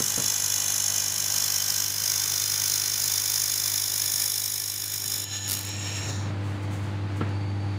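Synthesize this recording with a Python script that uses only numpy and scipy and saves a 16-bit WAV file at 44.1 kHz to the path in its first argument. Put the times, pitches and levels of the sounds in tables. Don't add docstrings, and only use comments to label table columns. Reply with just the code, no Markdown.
import sys
import numpy as np
from scipy import signal
from scipy.fft import rfft, irfft
from scipy.io import wavfile
from scipy.ndimage import uniform_filter1d, minimum_filter1d, map_coordinates

SR = 44100
rng = np.random.default_rng(int(sys.argv[2]) if len(sys.argv) > 2 else 0)


def dump(signal):
    limited = np.clip(np.atleast_2d(signal).T, -1, 1)
    pcm = np.round(limited * 32767).astype(np.int16)
    wavfile.write(sys.argv[1], SR, pcm)


N = 343098
TIME = np.arange(N) / SR
BINS = np.fft.rfftfreq(4096, 1 / SR)

SWING_HZ = 49.981
TAPER_S, STOP_S = 4.33, 5.24
SEAM_TIMES_S = [.75, 1.55, 2.5, 4.3]
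NOZZLE_TIMES_S = [5.45, 5.8, 6.02, 6.17]

# pitch in Hz, width in Hz, relative level in dB.
SEAM_START = [(1610, 280, -12.5), (1950, 90, -14), (2460, 220, -14), (3010, 410, -12.5), (3440, 47, -5),
              (4160, 890, -13), (4970, 270, -7.5), (5530, 500, -1), (6040, 500, -1), (6490, 270, 3),
              (7150, 630, -2.5), (8230, 570, -12.5), (9300, 1970, -17), (10100, 410, -9),
              (10880, 1440, -9.5), (13100, 250, -10.5), (14400, 1000, -10.5)]
SEAM_EARLY = [(1574, 160, -9), (2220, 3400, -18), (3080, 130, -8.5), (3460, 88, -7), (3900, 120, -10),
              (4230, 180, -4.5), (5000, 230, -3.5), (5600, 980, 0), (6580, 680, -1), (7260, 350, -3),
              (7900, 200, -15), (8480, 140, -9.5), (9000, 610, -11), (10050, 800, -7.5),
              (11600, 2000, -11.0), (14200, 880, -7), (15360, 240, -9.0)]
SEAM_HALFWAY = [(1496, 370, -8.5), (1690, 3000, -11.5), (2270, 64, -4.5), (3110, 76, -4), (3540, 180, 1),
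                (3830, 130, -4), (4177, 78, 3.5), (4980, 500, 1), (5740, 1140, 4.5), (6470, 780, 5.5),
                (7120, 230, 0), (8350, 780, -6), (9100, 290, -11), (9520, 180, -3.5), (10300, 740, -3.5),
                (11000, 1100, -3), (13600, 710, -2.5), (14300, 920, -6), (15300, 860, -5)]
SEAM_END = [(1755, 42, -7), (1930, 2900, -21.5), (2316, 170, -9), (3110, 280, -17), (3526, 320, -5),
            (3907, 73, -2.5), (4210, 55, -6), (4940, 160, -2), (5260, 600, 0), (5470, 850, 1),
            (6720, 860, 1), (7810, 140, -15), (8260, 160, -2.5), (8820, 490, -9.5), (9590, 370, -4),
            (10170, 770, -0.5), (11750, 890, -4.5), (13950, 650, -4), (14600, 2000, -6.5)]
# frequency in Hz, relative level in dB.
WELD_ROAR = [(100, -35.5), (300, -29.5), (600, -17.5), (1000, -16.5), (2000, -18), (3000, -22), (4600, -26),
             (8000, -16), (12700, -28), (15500, -46)]
# middle in seconds, change in dB, half length in seconds.
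POOL_SURGES = [(0.205, 0.7, 0.46), (1.15, -0.8, 0.36), (1.42, 1, .12), (1.94, -1, 0.078),
               (4.23, 2.2, 0.054), (4.943, 5, .014), (5.106, 1.5, 0.041), (5.24, -2.5, .05)]
# multiple of the swing rate, relative level in dB.
MIRROR_TONES = [(3, -71), (8, -62), (11, -69.5)]
# pitch in Hz, width in Hz, relative level in dB.
NOZZLE_ON_SHEET = [(822, 180, -14.5), (1450, 710, -18), (1755, 68, -5.5), (2370, 300, -16), (2990, 460, -9),
                   (3580, 270, -7.5), (4020, 145, -2), (5430, 500, -5), (6760, 254, 2.5), (7520, 240, -8.0),
                   (8940, 450, -19.5), (9850, 390, -14.5), (11240, 210, -17), (13240, 1300, -22),
                   (15120, 410, -24)]
NOZZLE_IN_AIR = [(570, 1700, -0.5), (1830, 160, 7), (2390, 250, 5.5), (2790, 810, 6), (3940, 730, 5),
                 (5540, 390, 12), (6760, 340, 12.5), (7520, 220, 12), (9020, 400, -4.5), (9930, 820, -7.5),
                 (11250, 320, -9.5), (13080, 580, -9.0), (15100, 420, -8)]
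NOZZLE_LOW_FLOW = [(1766, 210, 11), (3980, 930, 10.5), (5730, 500, 12), (6700, 400, 12.5), (7250, 400, 11),
                   (9150, 350, -0.5), (9850, 300, -4), (11300, 400, -13), (13100, 500, -10),
                   (15100, 600, -9)]
# frequency in Hz, relative level in dB.
JET_RUSH = [(100, -42), (300, -26.5), (1000, -26.5), (2500, -18.5), (4600, -22), (8500, -38), (12300, -44),
            (15500, -36)]
# start in seconds, relative level in dB, brightness in dB per octave.
BENCH_KNOCKS = [(.001, -4, -1), (.176, -2.5, -3), (.193, -9.5, 0), (7.209, -13.5, -1), (7.285, -31, -14)]
# pitch in Hz, relative level in dB, seconds to fade by 60 dB.
BENCH_MODES = [(133, -10.5, 0.25), (216, -5, 0.034), (324, -8, 0.029), (462, -1.5, 0.062),
               (580, -15, 0.077), (856, -31, 0.026), (1326, -7.5, 0.07), (1620, -14, .04)]
# start in seconds, peak level in dB, rough length in seconds.
SLEEVE_STROKES = [(6.417, -57.5, 0.18), (6.615, -58, .06), (6.702, -52, 0.11), (6.82, -60, 0.1),
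                  (7.159, -53, 0.047), (7.29, -51, .003)]
# frequency in Hz, relative level in dB.
BRUSH_COLOUR = [(1000, -3), (4000, -8), (6500, 7), (10000, 0), (12000, -6), (15000, -7)]
# multiple of the mains frequency, level in dB.
HUM_TONES = [(2, -30), (4, -47.5), (6, -44), (8, -66), (10, -57), (16, -62.5)]
# pitch in Hz, relative level in dB.
FAN_TONES = [(862, -54.5), (1030, -65), (348, -52)]
# frequency in Hz, relative level in dB.
RUMBLE_COLOUR = [(20, -15), (50, -27), (90, 2.5), (140, 1), (250, -6.5), (450, -11), (800, -13),
                 (2200, -18.5), (3200, -24), (4300, -26), (5500, -33.5), (7000, -35.5), (10000, -44),
                 (12000, -51), (15500, -54)]
# middle in seconds, change in dB, half length in seconds.
RUMBLE_SWELLS = [(5.044, 3, 0.054), (5.55, 0, 0.038), (6.075, 3.5, 0.078)]
# pitch in Hz, width in Hz, relative level in dB.
WHINE_BANDS = [(802, 15, 8), (4550, 165, 0), (6570, 400, -17), (9400, 360, -21)]


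def weld(boil_db=-10, taper_db_per_s=8.5, calm_db_per_s=2.5, buzz_db=-29, mirror_db=17):
    lag_s = 0.0025 - 0.0031 * (TIME > 2.02)
    calm = gain_of(-calm_db_per_s * since(TAPER_S))
    flow = bursts(lag_s, return_db=-15, width_s=.0036, warmth=.32 * calm, simmer=.19 * calm)
    vapour = echoes(boil(flow))
    hiss = morph(vapour, SEAM_TIMES_S, (SEAM_START, SEAM_EARLY, SEAM_HALFWAY, SEAM_END), WELD_ROAR)
    buzz = colour(flow - flow.mean(), slope([(50, -19.5), (100, -17.5), (150, 11.5), (500, .5), (1500, 3)]))
    mirror = sum(gain_of(db + mirror_db) * tone(k * SWING_HZ) for k, db in MIRROR_TONES)
    surge_db = sum(bump(*row) for row in POOL_SURGES) + .5 * drift(4.1)
    pool_db = boil_db - taper_db_per_s * since(TAPER_S) + surge_db
    pool = gain_of(pool_db) * (hiss + gain_of(buzz_db) * buzz)
    return between(0, STOP_S, 0.018) * (pool + mirror)


def sputter(start_s=5.48, peak_s=5.527, end_s=5.695, peak_db=-18.5, rise_db_per_s=50, fall_db_per_s=94):
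    return_db = np.where(TIME < start_s + .066, 1, -24)
    flow = bursts(0.0097, return_db, width_s=.0025, warmth=.15, simmer=.09)
    open_edge = slope([(200, -4), (1000, -9), (3000, -7), (5500, 2.5), (8000, -2), (10500, 0.5),
                       (12500, -4), (14500, -1), (15700, -6.5)])
    level_db = peak_db - rise_db_per_s * np.maximum(peak_s - TIME, 0) - fall_db_per_s * since(peak_s)
    return gain_of(level_db) * between(start_s, end_s, 0.0022) * colour(boil(flow), open_edge)


def bursts(lag_s, return_db, width_s, warmth, simmer, jitter_s=0.00013, uneven_db=0.63):
    clock = TIME - lag_s + jitter_s * drift(31)

    def seconds_from(delay_s):
        return abs(((clock - delay_s) * SWING_HZ + .5) % 1 - .5) / SWING_HZ
    flare = np.exp(-(seconds_from(0) / width_s) ** 3.27)
    warming = warmth * np.exp(-(seconds_from(-0.0023) / 0.011) ** 2)
    swing_back = gain_of(return_db) * np.exp(-(seconds_from(0.0074) / 0.0025) ** 2)
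    flow = np.sqrt(flare ** 2 + warming ** 2 + swing_back ** 2 + simmer ** 2)
    return evened(flow * gain_of(uneven_db * drift(28)))


def boil(flow, crackle_db=0.64, split_hz=3500, fizz_hz=11000):
    pops = evened(flow * noise() * gain_of(crackle_db * drift(420)))
    stream = evened(flow ** 0.27 * noise())
    roar = let_through(stream, "low", split_hz)
    fizz = 0.74 * let_through(stream, "high", fizz_hz)
    return let_through(pops, "high", split_hz) + roar + fizz


def echoes(x):
    # delay in seconds, change of that delay per second, gain.
    paths = [(.00025, .000055, .12), (.00097, -.000002, .1), (.00204, -.000015, .15), (.00256, 0, .08)]
    bounced = sum(gain * np.interp(TIME - s - slide * TIME, TIME, x) for s, slide, gain in paths)
    return evened(x + bounced)


def shield_gas(gas_db=-23, buried_db=-1.5, free_air_db=-6, valve_s=5.917, empty_s=0.43):
    states = (NOZZLE_ON_SHEET, NOZZLE_IN_AIR, NOZZLE_IN_AIR, NOZZLE_LOW_FLOW)
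    jet = morph(noise(), NOZZLE_TIMES_S, states, JET_RUSH)
    lifted = np.minimum(since(NOZZLE_TIMES_S[0]) / .2, 1)
    pressure = np.maximum(1 - since(valve_s) / empty_s, 0)
    pitch = 1 + 0.0046 * drift(3) * lifted - .04 * (1 - pressure) ** 2
    jet = map_coordinates(jet, [np.cumsum(pitch)], order=5, mode="reflect")
    level_db = gas_db + buried_db * between(0, STOP_S, .1) + free_air_db * lifted
    last_puff_db = bump(6.1, db=4, half_s=0.013)
    flutter_db = 1.2 * drift(12)
    return gain_of(level_db + last_puff_db + flutter_db) * pressure ** 1.5 * jet


def knocks(crack_db=-6, crack_fade_s=0.041, tail_db=-23, tail_fade_s=0.79):
    out, t = np.zeros(N), TIME[:SR // 2]
    dull = slope([(60, -21), (200, 9), (550, -3.5), (900, -4.5), (1600, -3.5), (3500, -17.5),
                  (6000, -40), (15000, -48)])
    attack = 1 - np.exp(-t / 0.002)
    fade = gain_of(crack_db - 60 * t / crack_fade_s) + gain_of(tail_db - 60 * t / tail_fade_s)
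    for start_s, db, brightness in BENCH_KNOCKS:
        ring = np.zeros(len(t))
        for k, (hz, mode_db, fade_s) in enumerate(BENCH_MODES):
            level = gain_of(mode_db + brightness * np.log2(hz / 300) - 60 * t / fade_s)
            ring += (-1) ** k * level * np.sin(2 * np.pi * hz * t)
        tilt = gain_of(brightness * np.log2(BINS / 300 + 0.22))
        crack = colour(noise(), dull * tilt)[:len(t)]
        add(out, start_s, gain_of(db) * (.5 * ring + crack * fade) * attack)
    return out


def rustles(grain_db=1.5):
    level = np.zeros(N)
    for start_s, db, length_s in SLEEVE_STROKES:
        age = since(start_s) / (length_s / 3)
        level += gain_of(db) * age * np.exp(1 - age)
    grains = noise() * gain_of(grain_db * drift(500))
    return level * colour(grains, slope(BRUSH_COLOUR))


def workshop(mains_hz=50, fan_db=-1, rumble_db=-37.5, step_s=7.3, step_db=1):
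    late = between(step_s, np.inf, .03)
    hum = gain_of(step_db * late) * sum(gain_of(db) * tone(k * mains_hz) for k, db in HUM_TONES)
    fan = sum(gain_of(db + fan_db) * tone(hz) for hz, db in FAN_TONES)
    swell_db = sum(bump(*row) for row in RUMBLE_SWELLS) - step_db * late + 0.67 * drift(9.6)
    rumble = gain_of(rumble_db + swell_db) * colour(noise(), slope(RUMBLE_COLOUR))
    whine = gain_of(-64.5 + 9.5 * late) * colour(noise(), resonances(WHINE_BANDS))
    whine_tone = late * gain_of(-56) * tone(hz=802)
    return hum + fan + rumble + whine + whine_tone


def gain_control(x, limit_db=-25.5, sense_s=0.4, hold_s=0.37, recover_db_per_s=13):
    power = uniform_filter1d(x ** 2, int(sense_s * SR))
    needed_db = np.minimum(limit_db - 10 * np.log10(abs(power) + 1e-12), 0)
    half = int(hold_s * SR / 2)
    held_db = minimum_filter1d(needed_db, 2 * half + 1, origin=half)
    climb_db = recover_db_per_s * TIME
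    return np.minimum.accumulate(held_db - climb_db) + climb_db


def morph(x, times, states, base):
    return sum(np.interp(TIME, times, share) * colour(x, np.hypot(resonances(modes), slope(base)))
               for share, modes in zip(np.eye(len(states)), states))


def resonances(modes):
    f = BINS + 1
    peaks = [gain_of(db) / (1 + ((f * f - hz * hz) / (f * width)) ** 2) for hz, width, db in modes]
    return np.sqrt(sum(peak ** 2 for peak in peaks))


def slope(points):
    hz, db = np.transpose(points)
    return gain_of(np.interp(np.log(BINS + 1), np.log(hz), db))


def colour(x, curve):
    log_gain = np.log(np.maximum(np.r_[curve, curve[-2:0:-1]], 1e-5))
    ring = np.fft.ifft(np.exp(np.conj(signal.hilbert(log_gain)))).real
    return evened(signal.oaconvolve(x, ring)[:N])


def let_through(x, side, hz):
    return signal.lfilter(*signal.butter(3, hz, side, fs=SR), x)


def tone(hz):
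    level = np.sqrt(2) * gain_of(.5 * drift(12))
    return level * np.sin(2 * np.pi * (hz * TIME + rng.random()) + 0.088 * drift(12))


def drift(hz):
    f = np.fft.rfftfreq(N, 1 / SR)
    return evened(irfft(rfft(noise()) * np.exp(-(f / hz) ** 2), N))


def noise():
    return rng.standard_normal(N)


def bump(s, db, half_s):
    return db * np.exp(-((TIME - s) / half_s) ** 2)


def between(start_s, end_s, fade_s):
    return np.clip(np.minimum(TIME - start_s, end_s - TIME) / fade_s + 1, 0, 1)


def since(s):
    return np.maximum(TIME - s, 0)


def gain_of(db):
    return 10 ** (np.asarray(db) / 20)


def evened(x):
    return x / np.sqrt(np.mean(x ** 2) + 1e-20)


def add(mix, s, sound):
    part = mix[max(round(s * SR), 0):][:len(sound)]
    part += sound[:len(part)]


def scene():
    return (weld() + sputter() + shield_gas() + workshop() + knocks() + rustles())[None]


def record(dry, top_hz=15700):
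    dip_db = bump(4.62, db=-2, half_s=0.4)
    ducked = dry * gain_of(gain_control(dry[0]) + dip_db)
    treble_cut = signal.firwin(401, top_hz, window=("kaiser", 9), fs=SR)
    return signal.oaconvolve(ducked, treble_cut[None], "same")


dry = scene()
out = record(dry)
dump(out)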